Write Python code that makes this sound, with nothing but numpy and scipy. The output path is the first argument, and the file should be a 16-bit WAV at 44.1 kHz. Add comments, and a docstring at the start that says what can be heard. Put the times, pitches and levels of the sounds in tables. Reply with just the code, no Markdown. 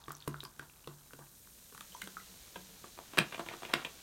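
"""Sparkling water runs from a plastic bottle into a glass of lemon drink on a kitchen counter.
Single bubbles and swarms of them ring as decaying tones, and the bottle snaps and booms in its modes.
Sparse spray thickens into the steady fizz of a foam head, made of countless tiny bursts.
Then plastic things are knocked and slid about beside the glass: short contact noise rings through modes.
Kitchen walls echo the sharp sounds over a quiet room tone, and the phone microphone cuts the top."""
import sys
import numpy as np
from scipy import signal
from scipy.fft import rfft, irfft
from scipy.io import wavfile
from scipy.ndimage import uniform_filter1d

SR = 44100
rng = np.random.default_rng(int(sys.argv[2]) if len(sys.argv) > 2 else 0)


def unload_wav(signal):
    """Save mono or channel-first audio to the path in sys.argv[1] as 16-bit WAV at rate SR, clipped to [-1, 1]."""
    wavfile.write(
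        sys.argv[1],
        SR,
        np.round(np.clip(np.atleast_2d(signal).T, -1, 1) * 32767).astype(np.int16),
    )


N = 177540
T = np.arange(N) / SR
RING = T[:SR // 2]  # time within one short event [s]
POUR_END_S = 1.35

# air gulps into the tilted bottle: (time [s], wall snap level [dB], boom level [dB],
# gurgle level before the swarm's 1 dB cut [dB])
GULPS = [(0.082, -47.5, -51.5, -55.5), (0.2764, -39, -40, -60), (.432, -49, -54.5, -62),
         (.5942, -45, -55.5, -58), (.874, -45.5, -50, -61), (1.134, -50.5, -57, -82),
         (1.191, -57.5, -58, -59)]
GURGLE_RISE_S, GURGLE_FADE_S = 0.029, 0.039
STREAM_DB, STREAM_FALL_DB_PER_S = -66.5, 6.5  # the stream's own churning thins out
DROPLET_DB, DROPLET_FALL_DB_PER_S = -3.5, 10  # re the churn; the growing foam cushions the splashes


def gurgle():
    """A swarm of middling bubbles under the stream, sparse droplets above; both surge after each gulp."""
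    churn = undb(STREAM_DB - STREAM_FALL_DB_PER_S * T) * (T < POUR_END_S)
    for s, _, _, db in GULPS:
        surge = undb(db) * swell(s + GURGLE_RISE_S, GURGLE_RISE_S, GURGLE_FADE_S)
        churn = np.maximum(churn, surge)
    swarm = bursts(700, 810, 1780, spread_db=2.5, cycles=17.5, size=1600)
    droplets = bursts(220, 2700, 7400, spread_db=4.0, cycles=22, size=800)
    # the drink muffles the sharp start of each bubble
    swarm = level(band(swarm, 500, 2200), -1)
    droplets = level(band(droplets, 2000, 10000), 0)
    droplet_gain = undb(DROPLET_DB - DROPLET_FALL_DB_PER_S * T)
    return (swarm + droplets * droplet_gain) * churn


# single bubbles ringing in the water: (time [s], level [dB], pitch before glide and wobble [Hz])
BUBBLES = [(.04, -55, 3600), (.082, -41.5, 1154), (0.1061, -39.5, 1160), (.151, -50.5, 5650),
           (.204, -53.5, 4330), (.224, -51, 3500), (0.3432, -40.5, 1300), (.405, -42, 3900),
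           (.451, -46, 5260), (.46, -51, 1060), (0.5962, -45.5, 1510), (.698, -59, 2600),
           (0.844, -59, 3040), (1.108, -56, 1570), (1.19, -52, 630), (1.724, -56, 412), (1.922, -53, 2910),
           (1.943, -56, 3470), (1.949, -45, 1005), (1.949, -52.5, 6000), (2.0162, -46.5, 2920),
           (2.02, -42, 2034), (2.02, -49, 3970), (2.169, -38.5, 1229), (2.2, -54.5, 2010)]
# cycles to fall 60 dB at 1 kHz, in churned and in calm water; smaller bubbles ring for more cycles
CHURNED_CYCLES, CALM_CYCLES, CYCLES_POWER = 12.3, 36, 0.81
CHURNED_GLIDE, CALM_GLIDE = 0.038, 0.052  # share by which a bubble's pitch rises


def bubbles(swell_cycles=0.23, wobble=0.053):
    """Trapped air swells into a ring whose pitch wobbles and rises as it nears the surface."""
    out = np.zeros(N)
    for s, db, hz in BUBBLES:
        churned = s < POUR_END_S
        cycles = CHURNED_CYCLES if churned else CALM_CYCLES
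        glide = CHURNED_GLIDE if churned else CALM_GLIDE
        age = hz * RING / (cycles * (hz / 1000) ** CYCLES_POWER)  # 1 when 60 dB down
        pitch = hz * (1 + glide * np.minimum(age, 1) + wobble * wander(size=90))
        turns = np.cumsum(pitch) / SR
        shape = (1 - np.exp(-hz * RING / swell_cycles)) * np.exp(-np.log(1000) * age)
        add(out, s, burst_level(shape * np.sin(2 * np.pi * turns), db))
    return out


# bursting gas: (time [s], fine spray level before a 1 dB lift [dB],
# coarser foam level before a 0.4 dB lift [dB])
FIZZ = [(0.0, -67.5, -68.5), (0.68, -65, -68.5), (1.44, -61, -68), (1.99, -59.5, -58.5), (3.0, -62, -59.5),
        (3.45, -62, -57), (4.02, -62, -58)]
# tone of the fine spray: (frequency [Hz], filter gain [dB])
SPRAY_COLOUR = [(1760, -12.5), (3000, -47), (3500, -22), (3830, -5), (4340, -13), (4850, -11), (5850, -5.5),
                (8050, -2.5), (9000, 0.5), (10500, -5), (11700, 1.5), (14800, 0.5), (15800, -3.5)]
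# tone of the foam: (frequency [Hz], filter gain [dB])
FOAM_COLOUR = [(500, -2), (1000, -5.5), (2000, -5), (3000, -1.5), (4000, 3), (5000, 0.5), (6500, 4.5),
               (8500, -2.5), (12000, -7)]
# bursts per second multiply as the head of foam builds, until it covers the drink
FIRST_BURSTS_PER_S, FULL_BURSTS_PER_S, FOAM_DOUBLING_S = 1000, 15000, .47
POP_RATE_PER_S, POP_DB = 58, -77  # the few larger bubbles that burst in the foam


def fizz():
    """Fine spray above the stream, the lower hiss of the foam as it builds, and faint pops."""
    spray_db, foam_db = curves(FIZZ)
    rate = np.minimum(FIRST_BURSTS_PER_S * 2 ** (T / FOAM_DOUBLING_S), FULL_BURSTS_PER_S)
    spray = colour(bursts(rate, 4900, 13700, spread_db=0.5, cycles=2.9), SPRAY_COLOUR)
    foam = colour(bursts(rate, 1150, 17000, spread_db=3.5, cycles=2.1), FOAM_COLOUR)
    pops = bursts(POP_RATE_PER_S, 2260, 10200, spread_db=0.5, cycles=18, size=300)
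    hiss = level(spray, 1.0) * undb(spray_db) + level(foam, 0.4) * undb(foam_db)
    return hiss + level(pops, POP_DB)


# tone of one wall snap: (frequency [Hz], filter gain [dB])
CRACKLE_COLOUR = [(130, -9), (270, -4.5), (400, -5.5), (680, -16), (1050, 8), (1500, 8), (2100, -5.5),
                  (3500, -4), (5000, -9), (9000, -3.5), (15000, -13)]


def snap(snap_s=0.0021):
    """One dry snap of the thin bottle wall."""
    return colour(contact(snap_s), CRACKLE_COLOUR)


# the thin bottle wall snaps under the fingers: (time [s], level [dB], bass re level [dB])
CRACKLES = [(.451, -48, -8), (1.473, -59.5, -25), (1.724, -58.5, 1), (1.7482, -51.5, -3), (1.777, -49, -11),
            (1.808, -44.5, -15), (2.018, -43, -12), (2.0736, -45, -3)]
CRACKLE_TREBLE_DB = -7  # re the snap
GULP_BASS_DB, GULP_TREBLE_DB = 3, -11  # the snap's bass re the boom, its treble re the snap
# thin, bright ticks of bursting spray bubbles: (time [s], level [dB])
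TICKS = [(.094, -56), (.119, -45), (.1675, -53.5), (.2796, -42), (0.438, -47), (2.018, -45.5), (2.041, -50)]
# tone of a tick: (frequency [Hz], filter gain [dB])
TICK_COLOUR = [(2500, -13), (5000, -5), (8000, 1), (11000, -1.5), (15000, -3)]
TICK_S = .001


def crackles():
    """The wall snaps at each gulp and under the fingers; thin ticks of bursting spray sound among them."""
    out = np.zeros(N)
    for s, db, boom_db, _ in GULPS:
        bass_db = boom_db + GULP_BASS_DB - db
        add(out, s, balance(snap(), db, bass_db, GULP_TREBLE_DB))
    for s, db, bass_db in CRACKLES:
        add(out, s, balance(snap(), db, bass_db, CRACKLE_TREBLE_DB))
    for s, db in TICKS:
        add(out, s, burst_level(colour(contact(TICK_S), TICK_COLOUR), db))
    return out


# hollow ring of the bottle: (multiple of the boom pitch, level re the other modes [dB], t60 [s])
BOTTLE_MODES = [(0.471, -12.5, 1), (1.002, 8.5, 0.48), (1.75, -4.5, 0.098), (2.44, -2, 0.4),
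                (2.95, -6.5, 0.35), (4.45, -12.5, 0.51)]


def boom(db, hz, sag=0.051, slosh=0.038):
    """The air in the bottle and its soft wall ring together; sloshing water bends each mode."""
    ring = 0
    for multiple, mode_db, t60 in BOTTLE_MODES:
        pitch = hz * multiple * (1 - sag * RING + slosh * wander(size=500))
        turns = np.cumsum(pitch) / SR
        ring = ring + undb(mode_db) * np.sin(2 * np.pi * turns) * np.exp(-np.log(1000) * RING / t60)
    return burst_level(ring, db)


GLUG_FROM_HZ, GLUG_TO_HZ, GLUG_FALL_S, GLUG_T60_S = 469, 204.3, .025, .17


def glug(wobble=.16):
    """The entering air grows inside the bottle and its unsteady note falls."""
    hz = GLUG_TO_HZ + (GLUG_FROM_HZ - GLUG_TO_HZ) * np.exp(-RING / GLUG_FALL_S)
    turns = np.cumsum(hz * (1 + wobble * wander(size=200))) / SR
    return np.sin(2 * np.pi * turns) * np.exp(-np.log(1000) * RING / GLUG_T60_S)


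# water sloshes in the upright bottle: (time [s], first boom level [dB], first boom pitch [Hz])
SLOSHES = [(1.775, -62.5, 192), (2.032, -54, 193), (2.561, -53, 183.1)]
SWING_S, SWING_LOSS_DB, SWING_PITCH_DROP = 0.13, 4.5, 0.019  # each time the water swings back
BOOM_HZ, GLUG_DB = 143.8, -1.5  # the glug's level is re the boom
HEAVY_DB, KNOCK_BOOM_DB = -35, -30.5  # blows above HEAVY_DB boom the bottle; boom re the blow


def booms(count=3):
    """The hollow bottle booms at each gulp, at each swing of the water and under heavy blows."""
    out = np.zeros(N)
    for s, _, db, _ in GULPS:
        add(out, s, boom(db, BOOM_HZ) + burst_level(glug(), db + GLUG_DB))
    for s, db, hz in SLOSHES:
        for swing in range(count):
            swing_hz = hz * (1 - swing * SWING_PITCH_DROP)
            add(out, s + swing * SWING_S, boom(db - swing * SWING_LOSS_DB, swing_hz))
    for s, db, _, _ in KNOCKS:
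        if db > HEAVY_DB:
            add(out, s, boom(db + KNOCK_BOOM_DB, BOOM_HZ))
    return out


# plastic meets the counter: (time [s], level [dB], contact decay [s], strongest resonance [Hz])
KNOCKS = [(2.558, -43, 0.0051, 1470), (2.841, -47.5, 0.0037, 1180), (2.975, -53.5, 0.005, 1060),
          (2.9888, -45.5, 0.00095, 1170), (3.135, -47, 0.0043, 852), (3.1731, -32, 0.0051, 1390),
          (3.182, -24.5, 0.0037, 1870), (3.1873, -18.5, .0012, 2680), (3.3236, -43.5, 0.0039, 2440),
          (3.345, -39.5, 0.005, 2420), (3.379, -46, .004, 860), (3.394, -37.5, 0.0063, 827),
          (3.462, -47, 0.0054, 880), (3.487, -39, 0.0025, 2520), (3.5365, -43.5, 0.0038, 1160),
          (3.621, -47.5, 0.0012, 770), (3.632, -42, 0.0023, 1160), (3.65, -42, 0.0059, 2860),
          (3.695, -49.5, 0.0044, 1000), (3.7348, -35, 0.0022, 1530), (3.738, -23, 0.0013, 2660),
          (3.848, -35, 0.0046, 3000)]
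# overall tone of the plastic: (frequency [Hz], filter gain [dB])
KNOCK_COLOUR = [(90, -8.5), (150, -4.5), (235, -1.5), (285, -4.5), (480, -2.5), (900, -2), (1400, 0),
                (1950, -2), (2300, -0.5), (3650, 0), (4400, -7), (6800, -17), (8300, -10.5), (10000, -17.5),
                (15500, -20)]
# what the knocks ring with: (frequency [Hz], half width [Hz], lift [dB])
KNOCK_MODES = [(193, 31, 1), (338.6, 23, 11.5), (718, 23, 6.5), (852, 9, 5.5), (974, 80, 5.5),
               (1180, 57, 1.5), (1655, 39, 6), (1780, 27, 6.5), (2460, 120, 4), (2760, 77, 3),
               (3030, 70, 0), (3430, 66, 4), (3750, 57, 3)]
LIGHT_TREBLE_DB, HEAVY_TREBLE_DB = -14, -11.5  # re the blow; heavy blows are brighter
REBOUND_S, REBOUND_DB, REBOUND_TOP_DB = .0105, -10.5, -46  # the hand keeps the bounce small
# bass equals the middle near this resonance, up to a cap, and thins as the spot gets stiffer
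BASS_SPOT_HZ, BASS_DB_PER_OCTAVE, BASS_TOP_DB = 1000, -6.5, -0.5
SOFT_DB_PER_OCTAVE, SOFT_TOP_HZ = -5, 4000  # a soft spot also dulls the middle above its resonance


def knocks(resonance_db=5.5):
    """Dull plastic blows ring the body's modes and bounce once; the spot hit favours a broad resonance."""
    out, grid = np.zeros(N), np.geomspace(80, 16000, 700)
    hz, colour_db = np.transpose(KNOCK_COLOUR)
    body_db = np.interp(np.log(grid), np.log(hz), colour_db)
    for mode_hz, width, lift in KNOCK_MODES:
        body_db = body_db + lift / (1 + ((grid - mode_hz) / width) ** 2)
    for s, db, decay_s, spot_hz in KNOCKS:
        peak_db = resonance_db * np.exp(-(2 * np.log2(grid / spot_hz)) ** 2)
        octaves_above = np.log2(np.clip(grid, spot_hz, SOFT_TOP_HZ) / spot_hz)
        tone = np.c_[grid, body_db + peak_db + SOFT_DB_PER_OCTAVE * octaves_above]
        bass_db = min(BASS_DB_PER_OCTAVE * np.log2(spot_hz / BASS_SPOT_HZ), BASS_TOP_DB)
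        treble_db = HEAVY_TREBLE_DB if db > HEAVY_DB else LIGHT_TREBLE_DB
        rebound_db = min(db + REBOUND_DB, REBOUND_TOP_DB)
        for at, blow_db in [(s, db), (s + REBOUND_S, rebound_db)]:
            blow = colour(contact(decay_s), tone)
            add(out, at, balance(blow, blow_db, bass_db, treble_db))
    return out


def thud(db=-36, hz=195, t60=0.089, rise_s=.003):
    """The heaviest blow also shakes the counter, which rings as one low decaying tone."""
    out = np.zeros(N)
    s = max(KNOCKS, key=lambda row: row[1])[0]
    shape = (1 - np.exp(-RING / rise_s)) * np.exp(-np.log(1000) * RING / t60)
    add(out, s, burst_level(np.sin(2 * np.pi * hz * RING) * shape, db))
    return out


# short drags over the counter: (time at the fastest [s], level before a 0.7 dB cut [dB], fade [s])
SLIDES = [(3.15, -52.5, 0.041), (3.33, -50.5, 0.018), (3.518, -48.5, 0.042), (3.645, -52, 0.017),
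          (3.712, -47.5, 0.05), (3.795, -46.5, 0.057)]
SLIDE_RISE_S = 0.026
# heavy blows leave the plastic rattling; level re the blow, before the same cut
RATTLE_DB, RATTLE_LAG_S, RATTLE_RISE_S, RATTLE_FADE_S = -20, 0.01, 0.0056, 0.04


def sliding():
    """Plastic drags over the counter in tiny slips, and rattles on after heavy blows."""
    strokes = [undb(db) * swell(s, SLIDE_RISE_S, fade_s) for s, db, fade_s in SLIDES]
    for s, db, _, _ in KNOCKS:
        if db > HEAVY_DB:
            rattle = swell(s + RATTLE_LAG_S, RATTLE_RISE_S, RATTLE_FADE_S)
            strokes.append(undb(db + RATTLE_DB) * rattle)
    slips = bursts(1400, 450, 4250, spread_db=2.5, cycles=4.7, size=500)
    return level(colour(slips, KNOCK_COLOUR), -0.7) * np.max(strokes, axis=0)


# kitchen echo: (frequency [Hz], level re direct sound [dB], t60 [s])
KITCHEN = [(151, -3, 0.19), (504, -7, 0.19), (1300, -6, 0.18), (2800, -9.5, 0.19), (6000, -6.5, 0.15),
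           (14000, -13, 0.088)]


def kitchen(x, build_s=0.0023):
    """Hard walls answer within milliseconds; the treble dies first."""
    hz, wet_db, t60 = np.transpose(KITCHEN)
    edges = np.geomspace(80, 17000, 10)
    echo = 0
    for lo, hi in zip(edges, edges[1:]):
        centre = np.log(lo * hi) / 2
        db = np.interp(centre, np.log(hz), wet_db)
        decay = np.interp(centre, np.log(hz), t60)
        shape = np.exp(-np.log(1000) * RING / decay) * (1 - np.exp(-RING / build_s))
        tail = band(rng.standard_normal(len(RING)), lo, hi) * shape
        # scaled by the band's share of the spectrum
        echo = echo + undb(db) * tail * np.sqrt(2 * (hi - lo) / SR / np.sum(tail ** 2))
    return x + signal.fftconvolve(x, echo)[:N]


# tone of the quiet kitchen: (frequency [Hz], filter gain [dB])
ROOM_TONE = [(20, -27), (35, -3.5), (48, 2), (68, -2), (90, -5), (130, -7.5), (200, -6), (300, -13.5),
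             (550, -17), (800, -25.5), (2000, -29.5), (4000, -29.5)]
ROOM_TONE_DB = -66


def room_tone():
    """The steady, mostly low background of the kitchen, as filtered noise."""
    return level(colour(rng.standard_normal(N), ROOM_TONE), ROOM_TONE_DB)


def bursts(rate, lo_hz, hi_hz, spread_db, cycles, size=64):
    """Many short grains, each a few cycles at its own pitch; a few are much louder."""
    rate = rate * np.ones(N)  # per second
    at = np.flatnonzero(rng.random(N) < rate / SR)
    pitch, rank, sign = rng.random((len(at), 3)).T[:, :, None]
    age = np.arange(size)  # samples
    turns = (lo_hz + (hi_hz - lo_hz) * pitch) * age / SR
    loudness = undb(-spread_db * np.log(rank + 0.012))
    # dividing by the root of the rate keeps a denser swarm equally loud
    gain = np.sign(sign - .5) * loudness / np.sqrt(rate[at, None])
    grains = gain * np.sin(2 * np.pi * turns) * np.exp(-np.log(1000) * turns / cycles)
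    return np.bincount((at[:, None] + age).ravel(), grains.ravel(), N)[:N]


def contact(decay_s):
    """A sharp push followed by a dying chatter of noise."""
    return rng.standard_normal(len(RING)) * np.exp(-RING / decay_s) + 2.54 * (RING == 0)


def balance(x, db, bass_db, treble_db):
    """Weight and hardness of a blow set its bass and treble against the middle."""
    bass = burst_level(band(x, 130, 650), db + bass_db)
    middle = burst_level(band(x, 700, 4200), db)
    treble = burst_level(band(x, 5000, 17000), db + treble_db)
    return bass + middle + treble


def swell(s, rise_s, fade_s):
    """A level that climbs to 1 at time s and dies away again."""
    return np.exp(-np.maximum((s - T) / rise_s, (T - s) / fade_s))


def wander(size):
    """Smooth chance of spread 1, changing about every size samples."""
    return level(uniform_filter1d(rng.standard_normal(len(RING)), size=size), 0)


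def undb(db):
    """Decibels to gain."""
    return 10 ** (np.asarray(db) / 20)


def curves(table):
    """Each column of a table as a line through time."""
    s, *columns = np.transpose(table)
    return [np.interp(T, s, c) for c in columns]


def level(x, db):
    """Set the mean (RMS) level."""
    return x * undb(db) / np.sqrt(np.mean(x ** 2))


def burst_level(x, db):
    """Set the level of the loudest 5 ms."""
    power = uniform_filter1d(x ** 2, size=220, mode="constant")
    return x * undb(db) / np.sqrt(power.max())


def band(x, lo_hz, hi_hz):
    """Causal band-pass."""
    edges = [lo_hz, min(hi_hz, SR / 2 - 1)]
    return signal.sosfilt(signal.butter(3, edges, "band", fs=SR, output="sos"), x)


def colour(x, points):
    """Causal (minimum-phase) filter through (Hz, dB) points."""
    hz, db = np.transpose(points)
    size = 4096
    grid = np.maximum(np.fft.rfftfreq(size, 1 / SR), 1)
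    cepstrum = irfft(np.log(undb(np.interp(np.log(grid), np.log(hz), db))))
    # folding the cepstrum forward puts the response after the start
    cepstrum[1:size // 2] *= 2
    cepstrum[size // 2 + 1:] = 0
    return signal.fftconvolve(x, irfft(np.exp(rfft(cepstrum))))[:len(x)]


def add(out, s, x):
    """Mix x in at time s."""
    i = max(int(s * SR), 0)
    out[i:i + len(x)] += x[:max(N - i, 0)]


def scene():
    """Drink, bottle and knocks in a quiet kitchen; only the sharp sounds are echoed by the walls."""
    sharp = gurgle() + bubbles() + crackles() + knocks() + sliding()
    direct = fizz() + booms() + thud()
    return (kitchen(sharp) + direct + room_tone())[None]


TOP_HZ = 15950


def record(dry):
    """The phone microphone cuts the top steeply."""
    return signal.sosfilt(signal.ellip(10, .1, 70, TOP_HZ, fs=SR, output="sos"), dry)


dry = scene()
out = record(dry)
unload_wav(out)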